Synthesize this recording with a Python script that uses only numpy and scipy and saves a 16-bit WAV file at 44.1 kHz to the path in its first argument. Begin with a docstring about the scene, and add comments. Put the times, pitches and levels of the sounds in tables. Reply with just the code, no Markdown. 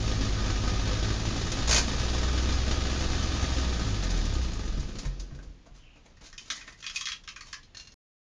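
"""A three-cylinder two-stroke car engine idles in a garage, heard from the driver's seat.
It lopes, picks up and evens out, sets loose trim buzzing, then is switched off and shudders to rest.
Cloth rustle, a faint squeak, light clicks at the controls and a jingle of keys follow.
Crank speed drives the low tones and times the firings that pulse exhaust and clatter noise.
Trim and catches are short noise bursts; keys and the rocking body are decaying modes."""
import sys
import numpy as np
from scipy import signal
from scipy.fft import rfft, irfft, next_fast_len
from scipy.io import wavfile
from scipy.ndimage import uniform_filter1d

SR = 44100
rng = np.random.default_rng(int(sys.argv[2]) if len(sys.argv) > 2 else 0)


def inscribe(sig):
    """Save sig as 16-bit PCM at rate SR to the path in sys.argv[1].

    A 1-D sig is mono; a 2-D sig holds one channel per row.
    Samples are clipped to [-1, 1] before scaling.
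    """
    pcm = np.round(np.clip(np.atleast_2d(sig).T, -1, 1) * 32767)
    wavfile.write(sys.argv[1], SR, pcm.astype(np.int16))


N = 369999
TIME = np.arange(N) / SR
OFF_S, STOP_S = 3.7, 5.1   # ignition off, crank at rest
# crank with ignition on: (time [s], speed [rev/s])
IDLE_SPEED = [(0, 18.1), (.35, 17.15), (.7, 16.9), (1.0, 17.3), (1.4, 18.9), (2.0, 19.8), (2.55, 21.05),
              (3.1, 21.5), (3.45, 21.65), (3.7, 20.6)]


def crank():
    """Speed [rev/s] and turns from a heavy beat; ignition off, friction and drag brake the crank."""
    friction_rps_per_s, drag_per_s, heavy_beat_s = 7.0, .48, .325
    idle_rps, = in_time(IDLE_SPEED)
    coasted_s = np.clip(TIME, OFF_S, STOP_S) - OFF_S
    offset_rps = friction_rps_per_s / drag_per_s
    speed_rps = (idle_rps + offset_rps) * np.exp(-drag_per_s * coasted_s) - offset_rps
    turns = np.cumsum(speed_rps) / SR
    return speed_rps, turns - turns[round(heavy_beat_s * SR)]


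def engine(speed_rps, turns):
    """Tones, exhaust and clatter of one crank; the noise lingers briefly after it stops."""
    # uneven running: (time [s], share [0-1])
    lope_share = [(0, .6), (.35, 1), (1.05, .9), (1.3, .15)]
    lope, = in_time(lope_share)
    coasting = np.interp(TIME, [OFF_S, 4.1], [0, 1])
    turning = np.interp(TIME, [STOP_S - .02, STOP_S + .02], [1, 0])
    settling = np.interp(TIME, [5.5, 5.7], [1, 0])
    kicks = firings(turns, lope) * turning
    noise = exhaust(kicks, speed_rps, lope, coasting, turning) + clatter(kicks, speed_rps, turns, turning)
    return turning * engine_tones(speed_rps, turns, lope, coasting) + settling * noise


def firings(turns, lope, scatter_db=3.0, weak_cylinder_db=-1.0):
    """Three uneven kicks a turn; the lope pattern repeats every second turn."""
    # six successive loping firings: (level [dB])
    pattern_db = [1.5, 0, -1, 2, -2.5, 2]
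    at = beats(3 * turns)
    weak = np.arange(len(at)) % 3 == 0
    kick_db = lope[at] * np.resize(pattern_db, len(at)) + weak_cylinder_db * weak
    kicks = np.zeros(N)
    kicks[at] = from_db(kick_db + rng.normal(0, scatter_db, len(at)))
    return kicks


def engine_tones(speed_rps, turns, lope, coasting, full_level_rps=10.4):
    """Crank harmonics swell as they slide through cabin resonances; half orders add the lope."""
    # crank harmonics: (order [per rev], firing level [dB], coasting level [dB])
    orders = [(1, -32.5, -38), (2, -41.5, -43), (4, -41.5, -49), (5, -44.5, -49), (6, -36, -29),
              (9, -36.5, -35.5), (12, -58, -41)]
    # third order, the firing tone: (time [s], level [dB])
    firing_tone = [(1.1, -26.5), (1.35, -32), (1.55, -38), (1.7, -23.5), (1.9, -31.5), (2.35, -28),
                   (2.8, -32.5), (3.4, -32.5), (3.9, -27.5)]
    # lope tones: (order [per rev], level [dB])
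    half_orders = [(1.5, -43), (2.5, -34.5), (3.5, -39), (4.5, -44), (5.5, -42), (6.5, -39)]
    # body and cabin air resonances: (frequency [Hz], width [Hz], gain [dB])
    cabin_modes = [(20.3, 3.5, -1.5), (41, 8, 2.5), (63, 7.5, 3), (105, 9, 1.5), (135, 7, -10),
                   (169, 10, 0)]
    grid_hz = np.linspace(0, 250, 1000)
    power = sum(from_db(db) ** 2 / (1 + (2 * (grid_hz - hz) / width_hz) ** 2)
                for hz, width_hz, db in cabin_modes)
    tones = [(order, fire_db + (coast_db - fire_db) * coasting) for order, fire_db, coast_db in orders]
    tones.append((3, in_time(firing_tone)[0]))
    out = 0
    for order, db in tones:
        cabin_gain = np.interp(order * speed_rps, grid_hz, np.sqrt(power))
        out += (-1) ** order * from_db(db) * cabin_gain * np.cos(2 * np.pi * order * turns)
    for order, db in half_orders:
        out -= lope * from_db(db) * np.cos(2 * np.pi * order * turns)
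    return np.sqrt(2) * out * np.minimum(speed_rps / full_level_rps, 1)


def exhaust(kicks, speed_rps, lope, coasting, turning):
    """Exhaust puffs boom in the cabin and ring the panels, weakening as the crank coasts down."""
    # cabin boom: (frequency [Hz], gain [dB])
    boom_spectrum = [(12, -18.5), (20, 0), (40, -8.5), (60, -14.5), (85, 0.5), (110, -8.5), (140, -12.5),
                     (200, -30)]
    # exhaust rumble: (frequency [Hz], gain [dB])
    rumble_spectrum = [(76, -8.5), (130, 3), (210, 6), (270, 2.5), (340, 3.5), (400, -9.5), (500, -6),
                       (680, -18), (1000, -47), (1500, -56), (2400, -89)]
    # panel resonances: (frequency [Hz], width [Hz], level [dB])
    panel_modes = [(171.6, 20, -4), (213.9, 4.7, -6.5), (271.5, 5.4, -4), (333, 48, -15), (423.8, 20, -9.5),
                   (501.4, 16, -14.5)]
    idle_db, db_per_halving, stop_drop_db, fade_db_per_s = -33.5, 3.5, 4, 12
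    bangs = rms_one(kicks) * (1 - .85 * coasting)   # unfired cylinders only pump air
    puffs = bangs + 0.83 * gated_noise(kicks, t60_s=0.17, steady=1.0)
    rumble = level(1.9 * rms_one(colour(puffs, rumble_spectrum)) + resonate(puffs, panel_modes))
    boom = level(colour(gated_noise(kicks, t60_s=0.11, steady=1.0), boom_spectrum))
    boom *= (1 - 0.31 * lope) * (1 - 0.37 * coasting) * (0.48 + 0.65 * turning)
    halvings = np.log2(IDLE_SPEED[-1][1] / speed_rps) * (TIME > OFF_S)
    gain_db = idle_db - db_per_halving * halvings - stop_drop_db * (1 - turning)
    gain_db -= fade_db_per_s * np.maximum(TIME - STOP_S, 0)
    return from_db(gain_db) * (from_db(1.0) * boom + from_db(-2.5) * rumble)


def clatter(kicks, speed_rps, turns, turning):
    """Piston and fan noise rings the engine covers and pulses once a turn."""
    # clatter envelope: (time [s], level [dB], once-a-turn swing [dB])
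    envelope = [(0, -36, 0.4), (1.0, -34.6, 0.8), (1.3, -36.5, 2.2), (1.6, -35, 2), (2.3, -34.5, 1.5),
                (2.8, -34.5, 1.4), (3.5, -34.5, -0.2), (3.95, -38, 0)]
    # clatter noise: (frequency [Hz], gain [dB])
    spectrum = [(350, 0), (700, -0.5), (930, -4.5), (1070, -6), (1300, -7.5), (1870, -5), (2140, -11.5),
                (2350, -5), (4160, -3.5), (6000, -6.5), (7000, -12.5), (9000, -11.5), (15000, -19.5)]
    # cover resonances: (frequency [Hz], width [Hz], level [dB])
    cover_modes = [(927, 26, -21), (1235, 26, -13), (1305, 28, -19), (1530, 40, -19), (1830, 34, -20)]
    full_level_rps, db_per_halving, stop_rise_db, fade_db_per_s = 13, 8, 2, 44
    slaps = gated_noise(kicks, t60_s=.07, steady=1.5)
    reflected = cabin(slaps, t60_s=0.21, wet_db=1.0)
    noise = level(rms_one(colour(reflected, spectrum)) + resonate(slaps, cover_modes))
    idle_db, swing_db = in_time(envelope)
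    swell = np.sin(2 * np.pi * turns) + np.sin(4 * np.pi * turns) / 3   # fast rise, slower fall
    halvings = np.maximum(np.log2(full_level_rps / speed_rps), 0)
    gain_db = idle_db + swing_db * swell * turning - db_per_halving * halvings
    gain_db += stop_rise_db * (1 - turning) - fade_db_per_s * np.maximum(TIME - STOP_S, 0)
    return from_db(gain_db) * noise


def rocking():
    """The stopping engine jolts on its mounts; the body sways and its panels hum."""
    # jolts: (time [s], peak [dB])
    jolts = [(4.767, -23.5), (5.055, -21.5), (5.191, -30.5), (5.315, -31), (5.384, -36), (5.471, -34),
             (5.711, -42)]
    # body modes: (frequency [Hz], level [dB], t60 [s])
    body_modes = [(27, -4.5, 0.095), (43.6, 1, 0.41), (67.4, -6, 0.28), (135.3, -7, 0.33),
                  (184, -19.5, 0.29), (274.4, -15.5, 0.12)]
    out = np.zeros(N)
    for time_s, db in jolts:
        sway = sum(damped_sine(hz, mode_db + rng.normal(0, 3.4), t60_s)
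                   for hz, mode_db, t60_s in body_modes)
        sway *= 1 - np.exp(-TIME[:len(sway)] / 0.0054)   # rubber mounts soften the blow
        add(out, time_s, from_db(db) * sway / np.abs(sway).max())
    return out


def rattles(turns):
    """Loose trim buzzes with the firings, knocks once a turn on coast-down and rattles as it settles."""
    # buzz envelope: (time [s], level [dB])
    buzz = [(1.67, -19), (1.688, -18.5), (1.696, -12), (1.782, -12)]
    # single trim rattles: (time [s], level [dB], low band [dB])
    singles = [(1.517, -23, -21), (4.802, -38, -10), (5.05, -33, 0), (5.196, -33, -13), (5.308, -48.5, 19),
               (5.347, -45.5, 1), (5.387, -46, 10), (5.427, -45.5, -2)]
    first_knock_s, knock_db, fade_db_per_s = 4.0, -26.5, 13.5
    last_knock_s, last_knock_db = 4.985, -27.5
    buzz_low_db, knock_low_db = -7, -10
    buzz_s, buzz_db = np.transpose(buzz)
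    firing_s = beats(3 * turns) / SR
    blows = [(s, np.interp(s, buzz_s, buzz_db), buzz_low_db)
             for s in firing_s if buzz_s[0] < s < buzz_s[-1]]
    turn_s = beats(turns - turns[round(last_knock_s * SR)]) / SR
    blows += [(s, knock_db - fade_db_per_s * (s - first_knock_s), knock_low_db)
              for s in turn_s if first_knock_s < s < last_knock_s - .01]
    blows.append((last_knock_s, last_knock_db, knock_low_db))
    out = np.zeros(N)
    for time_s, db, low_db in blows + singles:
        add(out, time_s, from_db(db) * contact(low_db, high_db=-2.5, t60_s=0.063, highpass_hz=300))
    return out


def clicks(seat_s=.012, seat_db=-8.5, ring_width_hz=90, ring_db=-10):
    """Metal catches snap, seat and ring: thin, bright clicks, cut off steeply below 1 kHz."""
    # catches and levers: (time [s], level [dB], low band [dB], high band [dB], ring [Hz])
    snaps = [(6.1689, -50, -6, -13, 1890), (6.327, -37, -2, -7, 1810), (6.3785, -28.5, -16, -9, 3060),
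             (6.5007, -18.5, -9, -10.5, 3550), (6.6114, -35.5, -9, -14, 1910), (6.6765, -37, -5, -21, 1810),
             (6.8253, -32, -7, -17, 3320), (6.84, -31, -6, -12, 2460), (6.864, -22.5, -22, -20, 3400),
             (6.8966, -28, -11, -12, 3300), (6.9583, -17, -14.5, -7.5, 2550),
             (7.008, -21.5, -8, -8.5, 3290), (7.055, -20, -27, -12, 3340), (7.0687, -23, -2, -11, 3280),
             (7.0859, -24, -6, -9, 4220), (7.1171, -22.5, -15.5, -17, 3300), (7.236, -41.5, -1, -2, 3380),
             (7.2751, -28, -7, -18, 2650), (7.2863, -31.5, -21, -12, 2600),
             (7.3608, -30.5, -3.5, -12.5, 2410), (7.4074, -30.5, 1.5, -4.5, 4420),
             (7.5285, -24, -7, -9, 1710), (7.63, -45, -25, -12.5, 4210)]
    # resonances common to all catches: (frequency [Hz], width [Hz], level [dB])
    catch_modes = [(1177, 780, -26), (1880, 290, -24.5), (2570, 160, -12), (3280, 170, -14.5),
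                   (5640, 1100, -8)]
    out = np.zeros(N)
    for time_s, db, low_db, high_db, ring_hz in snaps:
        for delay_s, softer_db in (0, 0), (seat_s, seat_db):
            snap = contact(low_db, high_db, t60_s=.028, highpass_hz=850)
            ring = np.std(snap) * resonate(snap, [(ring_hz, ring_width_hz, ring_db)])
            add(out, time_s + delay_s, from_db(db + softer_db) * (snap + ring))
    out = 1.03 * out + np.std(out) * from_db(-5.5) * resonate(out, catch_modes)
    return signal.sosfilt(signal.cheby1(8, 1, 1020, "high", fs=SR, output="sos"), out)


def keys(falloff_db_per_octave=16):
    """Each touch ticks and rings the keys, most strongly around one pitch."""
    # key touches: (time [s], level [dB], centre [Hz])
    touches = [(7.748, -31.5, 1600), (7.7706, -26.5, 4270), (7.7983, -29.5, 2700), (7.809, -35, 2200),
               (7.852, -41, 4200), (7.873, -34, 2750), (7.9208, -40, 5200)]
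    # key modes: (frequency [Hz], level [dB], t60 [s])
    key_modes = [(1810, -16, 0.037), (2080, -33, 0.065), (2796, -8, 0.067), (3570, -9, 0.045),
                 (4240, 1, 0.049), (4250, 6, 0.02), (4600, -7, 0.046), (5350, 8, 0.027), (5860, 8, 0.038),
                 (6360, 5, 0.04), (6470, 2, .04)]
    out = np.zeros(N)
    for time_s, db, centre_hz in touches:
        ring = 0
        for hz, mode_db, t60_s in key_modes:
            falloff_db = falloff_db_per_octave * abs(np.log2(hz / centre_hz))
            ring += damped_sine(hz, mode_db - falloff_db + rng.normal(0, 1.2), t60_s)
        tick = .25 * contact(low_db=-8, high_db=-4, t60_s=.05, highpass_hz=1200)
        add(out, time_s, from_db(db + 3.0) * (ring / np.abs(ring).max() + tick))
    return out


def rustle(grain_db=4.5):
    """Cloth slides over the seat in many tiny catches; each move swells and tails off."""
    # driver's moves: (time [s], rise [s], dull rub [dB], bright swish [dB])
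    moves = [(5.645, 0.013, -53, -76), (5.74, 0.024, -65, -57), (5.957, .008, -51, -73),
             (6.04, 0.018, -56, -61), (6.207, 0.01, -48.5, -50), (6.238, .015, -55.5, -39.5),
             (6.39, 0.082, -62, -47), (6.498, 0.022, -55, -34.5), (6.659, .018, -57, -50),
             (6.77, 0.095, -75, -49), (6.935, .018, -70, -37), (7.45, 0.029, -63.5, -46)]
    rub_gain, swish_gain = np.zeros((2, N))
    for time_s, rise_s, rub_db, swish_db in moves:
        age = np.maximum(TIME - time_s, 0) / rise_s
        swell = age * np.exp(1 - age)
        rub_gain += from_db(rub_db) * swell
        swish_gain += from_db(swish_db) * swell
    friction = from_db(grain_db * slow_noise(cutoff_hz=60)) * rng.standard_normal(N)
    rub = rms_one(colour(friction, [(80, -15), (250, -0.5), (650, -6), (1200, -12), (3000, -21)]))
    swish = rms_one(colour(friction, [(500, -34), (1100, -11), (1900, -7), (2800, -4.5), (6000, -2)]))
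    return rub_gain * rub + swish_gain * swish


def spring(start_s=6.53, pitch_hz=1955, level_db=-48):
    """A spring rings on after a hard snap."""
    fade = np.zeros(N)
    add(fade, start_s, dying(t60_s=0.95))
    return from_db(level_db) * fade * thin_tone(np.full(N, pitch_hz), width_hz=76)


def squeak(level_db=-60.5):
    """A raspy rubbing squeak swells and fades as its pitch slides down."""
    # squeak pitch: (time [s], frequency [Hz])
    glide = [(5.79, 3300), (5.88, 2570), (5.915, 2880), (6.0, 2480)]
    progress = np.interp(TIME, [glide[0][0], glide[-1][0]], [0, 1])
    swell = np.sqrt(4 * progress * (1 - progress))
    return from_db(level_db) * swell * thin_tone(in_time(glide)[0], width_hz=180)


def garage_air(level_db=-54):
    """Steady, mostly low noise of the quiet garage."""
    # air noise: (frequency [Hz], gain [dB])
    spectrum = [(12, -23), (22, 6.5), (60, -2.5), (150, -10), (400, -20.5), (800, -25.5), (1500, -27),
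                (3000, -27.5), (7000, -35)]
    return from_db(level_db) * rms_one(colour(rng.standard_normal(N), spectrum))


def cabin(x, t60_s, wet_db):
    """Direct sound plus dense, short reflections from glass and trim."""
    fade = dying(t60_s)
    tail = rng.standard_normal(len(fade)) * fade
    tail[:SR // 500] = 0   # first reflection at 2 ms
    reflections = signal.fftconvolve(x, tail / np.linalg.norm(tail))[:N]
    wet = from_db(wet_db)
    return (x + wet * reflections) / np.hypot(1, wet)


def contact(low_db, high_db, t60_s, highpass_hz):
    """Small hard blow: noise stands for dense modes that build as the parts seat, then die fast."""
    fade = dying(t60_s)
    spectrum = [(1500, low_db), (3100, -8.0), (5800, high_db - 1.0), (9000, high_db - 0.5)]
    modes = rms_one(colour(rng.standard_normal(len(fade)), spectrum))
    seating = 1 - np.exp(-TIME[:len(fade)] / .002)
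    highpass = signal.butter(4, highpass_hz, "high", fs=SR, output="sos")
    return signal.sosfilt(highpass, 1.79 * modes * fade * seating)


def gated_noise(kicks, t60_s, steady):
    """Noise that flares at each kick over a steady share."""
    flare = rms_one(signal.fftconvolve(kicks, dying(t60_s))[:N])
    return (steady + flare) * rng.standard_normal(N)


def thin_tone(hz, width_hz):
    """Unsteady tone: a sine times slow noise."""
    return slow_noise(width_hz) * np.sqrt(2) * np.sin(2 * np.pi * np.cumsum(hz) / SR)


def slow_noise(cutoff_hz):
    """Low-passed noise, rms 1."""
    return rms_one(signal.sosfilt(signal.butter(2, cutoff_hz, fs=SR, output="sos"), rng.standard_normal(N)))


def resonate(x, modes):
    """Parallel resonators, each scaled to its rms level."""
    out = 0
    for hz, width_hz, db in modes:
        radius = np.exp(-np.pi * width_hz / SR)
        feedback = [1, -2 * radius * np.cos(2 * np.pi * hz / SR), radius * radius]
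        out += from_db(db) * rms_one(signal.lfilter([1, 0, -1], feedback, x))
    return out


def damped_sine(hz, db, t60_s):
    """One struck mode."""
    fade = dying(t60_s)
    return from_db(db) * fade * np.sin(2 * np.pi * hz * TIME[:len(fade)])


def dying(t60_s, samples=13000):
    """Envelope falling 60 dB per t60_s."""
    return np.exp(-np.log(1000) * TIME[:samples] / t60_s)


def colour(x, spectrum):
    """Filter by (frequency [Hz], gain [dB]) points."""
    hz, db = np.transpose(spectrum)
    size = next_fast_len(len(x) + 4096)
    bins_hz = np.maximum(np.arange(size // 2 + 1) * SR / size, 1)
    gain = from_db(np.interp(np.log(bins_hz), np.log(hz), db))
    return irfft(rfft(x, size) * gain, size)[:len(x)]


def level(x, window_samples=12001):
    """Hold the slow rms near 1, keeping single beats."""
    power = np.maximum(uniform_filter1d(x ** 2, window_samples), 0)
    return x / np.sqrt(power + np.mean(x ** 2) / 100)


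def beats(cycles):
    """Sample indices where a new cycle begins."""
    return np.flatnonzero(np.diff(np.floor(cycles)))


def in_time(rows):
    """Each value column of a time curve, at every sample."""
    time_s, *columns = np.transpose(rows)
    return [np.interp(TIME, time_s, column) for column in columns]


def add(track, time_s, sound):
    """Mix a sound in at time_s."""
    start = round(time_s * SR)
    track[start:start + len(sound)] += sound[:N - start]


def from_db(db):
    """Decibels to gain."""
    return 10 ** (np.asarray(db) / 20)


def rms_one(x):
    """Scale to rms 1."""
    return x / np.sqrt(np.mean(x ** 2) + 1e-20)


def scene():
    """Engine and small cabin sounds over the garage air."""
    speed_rps, turns = crank()
    air = garage_air()
    small = rattles(turns) + clicks() + keys() + rustle() + squeak() + spring()
    return (engine(speed_rps, turns) + rocking() + cabin(small, t60_s=0.19, wet_db=-1.0) + air)[None]


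def record(dry, end_s=7.942, stopband_hz=15600):
    """Muffled treble: steep low-pass above 7 kHz; silence after end_s."""
    # low-pass response: (frequency [Hz], gain [dB])
    response = [(6900, -1.5), (7300, -8.5), (7800, -30.5), (9100, -18.5), (9800, -28.5), (11000, -33.5),
                (12500, -49), (15000, -38.5)]
    heard = colour(dry[0], response) * (TIME < end_s)
    return signal.sosfilt(signal.cheby2(12, 70, stopband_hz, fs=SR, output="sos"), heard)[None]


dry = scene()
out = record(dry)
inscribe(out)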